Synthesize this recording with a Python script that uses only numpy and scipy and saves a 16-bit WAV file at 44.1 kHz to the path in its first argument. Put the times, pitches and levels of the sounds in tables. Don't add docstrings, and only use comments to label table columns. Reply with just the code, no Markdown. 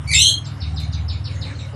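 import sys
import numpy as np
from scipy import signal
from scipy.io import wavfile
from scipy.ndimage import uniform_filter1d, minimum_filter1d

SR = 44100
rng = np.random.default_rng(int(sys.argv[2]) if len(sys.argv) > 2 else 0)


def materialize(psi):
    bounded = np.clip(np.atleast_2d(psi).T, -1, 1)
    quanta = np.round(bounded * 32767).astype(np.int16)
    wavfile.write(sys.argv[1], SR, quanta)


def gain_from_db(level_db):
    decades = np.asarray(level_db, float) / 20
    return 10 ** decades


N = 77175

# (time [s], pitch [Hz], level [dB])
INTRO_NOTE = [(0.072, 2225, -44), (0.083, 2297, -29), (0.098, 2235, -24.5), (0.108, 2450, -26),
              (0.12, 2483, -31), (0.131, 2251, -22), (0.138, 2116, -21.5), (0.143, 2050, -78)]
BRIDGE_NOTE = [(0.11, 2037, -46), (0.117, 2077, -32), (0.129, 2061, -31.5), (0.138, 2008, -34),
               (0.154, 2155, -20), (0.159, 2157, -27), (0.166, 1970, -63)]
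HIGH_VOICE = [(0.136, 3762, -27.5), (0.151, 3707, -16.5), (0.173, 3680, -25), (0.189, 3720, -15.5),
              (0.203, 3988, -15), (0.225, 4122, -18.5), (0.293, 4198, -17), (0.328, 4190, -39.5),
              (.342, 4300, -75)]
LOW_VOICE = [(0.135, 2538, -40), (0.147, 2598, -28.5), (0.164, 2657, -17), (0.177, 2703, -32.5),
             (0.193, 2900, -21), (0.231, 3167, -21.5), (0.296, 3258, -19.5), (0.371, 3234, -40.5),
             (0.384, 3260, -36.5)]
INTRO_HARMONICS = [-4, -6, -25, -16, -36]
BRIDGE_HARMONICS = [3, 2, 4, -5.5, -2]
HIGH_HARMONICS = [0, -1.1, -19]
LOW_HARMONICS = [0, -1, -7.5]
# (multiple of low [-], multiple of high [-], level [dB])
SUM_TONES = [
    (1, 1, -17),
    (1, 2, -27),
    (2, 1, -23),
]
OVERTONE_SLOPES = [1, -150, -93, -29]
FLUTTER_PITCH_DIPS = [.01, .02, .1, .13]
# (time [s], share [-])
FLUTTER_EFFORT = [(.14, .3), (.165, 0.471), (.2, 0.94), (.31, 0.74), (.35, 0.14)]

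# (time [s], level [dB], top pitch [Hz], accent on the first instant [dB])
FALLING_NOTES = [
    (0.442, -24.5, 5390, 2),
    (0.603, -18, 5253, 5.5),
    (0.76, -17, 5160, 1.5),
    (0.917, -20, 5390, -3),
    (1.081, -17.5, 5200, 7.5),
    (1.241, -17, 5310, 5),
    (1.408, -16.5, 5110, -5),
    (1.584, -23, 4220, -4),
]
# (frequency [Hz], level [dB])
FAR_THROAT_RESPONSE = [(2100, -21), (2300, -21), (2900, -23), (3450, -27), (3650, -4), (4500, -6),
                       (5300, -13), (6200, -20)]
# (time [s], duration [s], pitch [Hz], level [dB])
FAINT_PEEPS = [(.455, .03, 7400, -50), (.45, .015, 6300, -51), (.93, .012, 6300, -49),
               (.736, .012, 3950, -52), (.74, .02, 7500, -56), (.78, .012, 6200, -55),
               (.822, .014, 4100, -43), (.832, .012, 3800, -43), (.846, .012, 4200, -45),
               (.83, .02, 5900, -54), (.845, .015, 2250, -50), (.925, .02, 6800, -54),
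               (.941, .016, 6050, -45), (1.115, .04, 7000, -55), (1.546, .032, 4230, -47),
               (1.62, .022, 2220, -49), (1.687, .01, 2900, -50), (1.548, .012, 3150, -53)]
# (time [s], level [dB])
CLAW_TICKS = [
    (0.801, -37),
    (.81, -58),
    (1.691, -68),
]

STROKE_MULTIPLES = [4, 5, 6, 7, 8, 9, 11, 12, 13, 15]
# (loaded level [dB], coasting level [dB], beat rate [Hz], loudest time [s], beat depth [0-1])
HARMONIC_BEATS = [(-22, -41, 0.23, 1.08, 0.03), (-27.5, -27.5, 0.6, 1.06, .3),
                  (-30, -36.5, 1.16, 0.4, 0.13), (-40, -35.5, 2.5, 0.096, 1), (-33, -48, 1.49, 0.796, 0.77),
                  (-47.5, -72, 0.98, 0.28, 0), (-60, -60, 0.27, 1.1, 1), (-50.5, -60, 0.88, 0.97, 1),
                  (-54.5, -65, 0.58, 0.48, 0.2), (-50, -50.5, 0.73, 0.74, 0.47)]
# (time [s], stroke rate [Hz])
STROKE_RATE = [(0, 18.4), (.2, 18.5), (.27, 19), (.33, 20.4), (.5, 20.3), (.575, 19), (.63, 18.8),
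               (1.1, 18.8), (1.2, 19.2), (1.31, 19.7), (1.4, 19.1), (1.55, 19.5), (1.75, 18.6)]
# (time [s], load [0-1])
MACHINE_LOAD = [(0, 0.52), (.12, 1), (.2, 0.93), (.27, 0.48), (.34, 0.28), (.42, .03), (.5, 0.23), (.59, 0),
                (.63, 0.98), (.75, 0.92), (1.1, .97), (1.2, 0.84), (1.32, 0.4), (1.4, 0.8), (1.48, 0.58),
                (1.55, 0.38), (1.63, 0.36), (1.75, 0.4)]

# (frequency [Hz], level [dB])
AIR_SPECTRUM = [(100, -31), (170, -1), (388, -16), (1260, -15.5), (2180, -23.5), (2430, -31), (2930, -20),
                (3590, -42.5), (7000, -45.5), (9100, -77), (15400, -120)]
# (time [s], level [dB])
RUSTLE_LEVEL = [(0.0, -53), (0.13, -43.5), (0.232, -93), (0.262, -52), (0.38, -53), (0.458, -49.5),
                (1.09, -53.5), (1.218, -54), (1.466, -46.5), (1.75, -50)]
# (frequency [Hz], level [dB])
RUSTLE_SPECTRUM = [(2000, 8), (4000, -2), (6000, -0.5), (9000, -6), (11200, -10.5), (12000, -29)]
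# (time [s], width [s], frequency [Hz], level [dB])
BUILDING_KNOCKS = [
    (0.81, 0.25, 760, -51),
    (1.2, 0.21, 596, -60),
    (1.66, 0.18, 540, -53),
    (1.4, 0.17, 530, -49.5),
    (1.515, 0.23, 279, -51),
    (0.37, 0.035, 290, -47),
]
# (frequency [Hz], 60 dB decay time [s])
NEAR_DECAY = [(2000, 0.18), (4000, 0.19), (7000, 0.15), (12000, 0.13)]
FAR_DECAY = [(2000, 0.12), (3000, 0.44), (4000, 0.31), (7000, 0.23)]


def evened(x):
    return x / np.sqrt(np.mean(x ** 2) + 1e-20)


def read(points, hz):
    f, value = np.transpose(points)
    return np.interp(np.log(hz + 1), np.log(f + 1), value)


def curve_at(points, t):
    return np.interp(t, *np.transpose(points))


def drift(size):
    return evened(uniform_filter1d(uniform_filter1d(rng.standard_normal(N), size), size))


def band(x, lo_hz, hi_hz):
    return signal.sosfilt(signal.butter(2, [lo_hz, min(hi_hz, .45 * SR)], "band", fs=SR, output="sos"), x)


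def steep_noise(lo_hz, hi_hz):
    return evened(band(band(rng.standard_normal(N), lo_hz, hi_hz), lo_hz, hi_hz))


def syrinx_half(curve, pitch_dip, flutter):
    s, hz, db = np.transpose(curve)
    t = np.arange(N) / SR
    pitch = np.interp(t, s, hz) * (1 + .003 * drift(size=60) - pitch_dip * flutter)
    phase = 2 * np.pi * np.cumsum(pitch) / SR
    level_db = np.interp(t, s, db, -140, -140) + 3 * drift(size=200) - 11 * flutter
    return phase, gain_from_db(level_db) * np.sqrt(2)


def finch():
    out, t = np.zeros(N), np.arange(N) / SR
    flutter_hz = 100.18 * (1 + 0.11 * drift(size=400))
    flutter = (.5 + .5 * np.cos(2 * np.pi * np.cumsum(flutter_hz) / SR)) ** 4
    flutter = flutter * curve_at(FLUTTER_EFFORT, t)
    curves = (INTRO_NOTE, BRIDGE_NOTE, HIGH_VOICE, LOW_VOICE)
    tones = (INTRO_HARMONICS, BRIDGE_HARMONICS, HIGH_HARMONICS, LOW_HARMONICS)
    voices = [syrinx_half(curve, dip, flutter) for curve, dip in zip(curves, FLUTTER_PITCH_DIPS)]
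    for (phase, gain), tone, slope, curve in zip(voices, tones, OVERTONE_SLOPES, curves):
        tilt_db = slope * (t - curve[0][0])
        for k, db in enumerate(tone):
            patchy_db = 4 * drift(size=500) if k else 0
            out += gain * gain_from_db(db + k * tilt_db + patchy_db) * np.sin((k + 1) * phase)
    (high, high_gain), (low, low_gain) = voices[2:]
    for m, n, db in SUM_TONES:
        sum_tone = np.sin(m * low + n * high)
        out += np.sqrt(high_gain * low_gain) * gain_from_db(db + 4 * drift(size=300)) * sum_tone
    loud = high_gain + low_gain
    out += gain_from_db(-17) * loud * steep_noise(2900, 3800)
    out += gain_from_db(-22) * voices[0][1] * steep_noise(4800, 8000)
    out += gain_from_db(-25) * loud * steep_noise(6400, 11000)
    return out + gain_from_db(-30) * loud * evened(band(rng.standard_normal(N), 7900, 9100))


def far_birds():
    top_hold_s, fall_s, end_hold_s = .006, .022, 0.013
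    aim_hz, end_hz = 1900, 2213
    whistles, peeps = np.zeros(N + SR), np.zeros(N + SR)
    burr, flutter_db = .045 * drift(size=24), 2.5 * drift(size=60)
    for s, db, top_hz, accent_db in FALLING_NOTES:
        start = round(s * SR)
        glide_s = fall_s * np.log((top_hz - aim_hz) / (end_hz - aim_hz))
        t = np.arange(0, top_hold_s + glide_s + end_hold_s, 1 / SR)
        hz = aim_hz + (top_hz - aim_hz) * np.exp((top_hold_s - t) / fall_s)
        hz = np.clip(hz, end_hz, top_hz)
        roughness = (hz / top_hz) ** 2 * np.minimum(t / top_hold_s, 1)
        hz = hz * (1 + burr[start:][:len(t)] * roughness)
        effort_db = np.where(t < top_hold_s, accent_db, flutter_db[start:][:len(t)])
        shape = np.clip(np.minimum(t / .002, (t[-1] - t) / .006), 0, 1)
        gain = shape * gain_from_db(db - 10 + effort_db + read(FAR_THROAT_RESPONSE, hz))
        whistles[start:][:len(t)] += gain * np.sin(2 * np.pi * np.cumsum(hz) / SR)
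    for s, length, hz, db in FAINT_PEEPS:
        start, t = round(s * SR), np.arange(0, length, 1 / SR)
        wobble = 1 + .5 * burr[start:][:len(t)]
        tone = np.sin(2 * np.pi * hz * np.cumsum(wobble) / SR)
        peeps[start:][:len(t)] += gain_from_db(db) * np.sin(np.pi * t / length) * tone
    return whistles[:N], gain_from_db(2) * peeps[:N]


def cage():
    t, noise = np.arange(N) / SR, evened(band(rng.standard_normal(N), 3400, 12400))
    return noise * sum(gain_from_db(db - 60 * np.maximum(t - s, 0) / 0.021) * (t > s) for s, db in CLAW_TICKS)


def machine_hum():
    t = np.arange(N) / SR
    turns, load = np.cumsum(curve_at(STROKE_RATE, t)) / SR, curve_at(MACHINE_LOAD, t)
    turns = turns - turns[round(.951 * SR)]
    pole, out = np.exp(-np.pi * 7 / SR), np.zeros(N)
    for k, (loaded_db, coast_db, beat_hz, peak_s, depth) in zip(STROKE_MULTIPLES, HARMONIC_BEATS):
        fuzz = signal.lfilter([1], [1, -2 * pole, pole ** 2], rng.standard_normal((2, 2 * N)))[:, N:]
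        fuzz = np.array([1, 1j]) @ evened(fuzz)
        swell = 1 + depth * np.cos(2 * np.pi * beat_hz * (t - peak_s)) + gain_from_db(-17) * fuzz
        lead_turns = .25 * (k > 5)
        level = gain_from_db(coast_db + load * (loaded_db - coast_db))
        out -= level * (swell * np.exp(2j * np.pi * (k * turns + lead_turns))).real
    rumble = evened(band(band(rng.standard_normal(N), 67.6, 126.3), 49, 152))
    return out + gain_from_db(-37.5) * rumble


def air(colour, patchy_db):
    frames, hz = N // 128 + 6, np.fft.rfftfreq(512, 1 / SR)
    a, b, patches = rng.standard_normal((frames, 257, 3)).T
    patches = evened(uniform_filter1d(uniform_filter1d(patches, 10, 0), 24, 1))
    z = (a + 1j * b) * gain_from_db(read(colour, hz)[:, None] + patchy_db * patches) * (hz > 160)[:, None]
    return evened(signal.istft(z, nperseg=512, noverlap=384)[1][:N])


def background():
    t, noise = np.arange(N) / SR, rng.standard_normal(N)
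    out = gain_from_db(-43) * air(AIR_SPECTRUM, patchy_db=.9)
    out += gain_from_db(curve_at(RUSTLE_LEVEL, t) + 2.5) * air(RUSTLE_SPECTRUM, patchy_db=5.5)
    for s, width, hz, db in BUILDING_KNOCKS:
        knock = evened(band(noise, 0.935 * hz, 1.088 * hz))
        out += gain_from_db(db) * np.exp(-((t - s) / width) ** 2) * knock
    return out


def room(x, decay, gap_s):
    taps = np.zeros(SR // 2)
    at = np.arange(0, len(taps) - 20, 20)
    taps[at + rng.integers(0, 20, len(at))] = rng.choice([-1., 1.], len(at))
    taps[:round(gap_s * SR)] = 0
    hz, t, z = signal.stft(taps, SR, nperseg=128)
    tail = signal.istft(z * gain_from_db(-60 * t / read(decay, hz)[:, None]), SR, nperseg=128)[1]
    return signal.fftconvolve(x, tail / np.linalg.norm(tail))[:N]


def scene():
    near, (whistles, peeps) = finch() + cage(), far_birds()
    far = whistles + gain_from_db(-6) * peeps
    odd = (np.sin(np.pi * (np.arange(N) / SR - .4) / .16) > 0) * 1.
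    far_wet = room(far * odd, FAR_DECAY, 0.0032) + room(far * (1 - odd), FAR_DECAY, .002)
    mix = near + gain_from_db(1) * room(near, NEAR_DECAY, .004)
    mix += gain_from_db(-2) * far + gain_from_db(5) * far_wet + peeps
    return (mix + machine_hum() + background())[None]


def top_cut(x):
    return signal.sosfilt(signal.butter(12, 12290, fs=SR, output="sos"), x)


def record(dry):
    room_left = np.minimum(gain_from_db(-.4) / (abs(dry) + 1e-9), 1)
    held = dry * uniform_filter1d(minimum_filter1d(room_left, size=129), size=129)
    hz, t, z = signal.stft(held, SR, nperseg=1024)
    power = uniform_filter1d(uniform_filter1d(abs(z) ** 2, size=7, axis=1), size=3, axis=2)
    below = -minimum_filter1d(-power, size=37, axis=1, origin=18)
    masked = (power < below * gain_from_db(2 * -26.5)) & (hz > 4300)[:, None]
    faint = (power < gain_from_db(2 * -92)) & (hz > 10800)[:, None]
    mix = signal.istft(z * ~(masked | faint), SR, nperseg=1024)[1][:, :N]
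    return top_cut(mix)


dry = scene()
out = record(dry)
materialize(out)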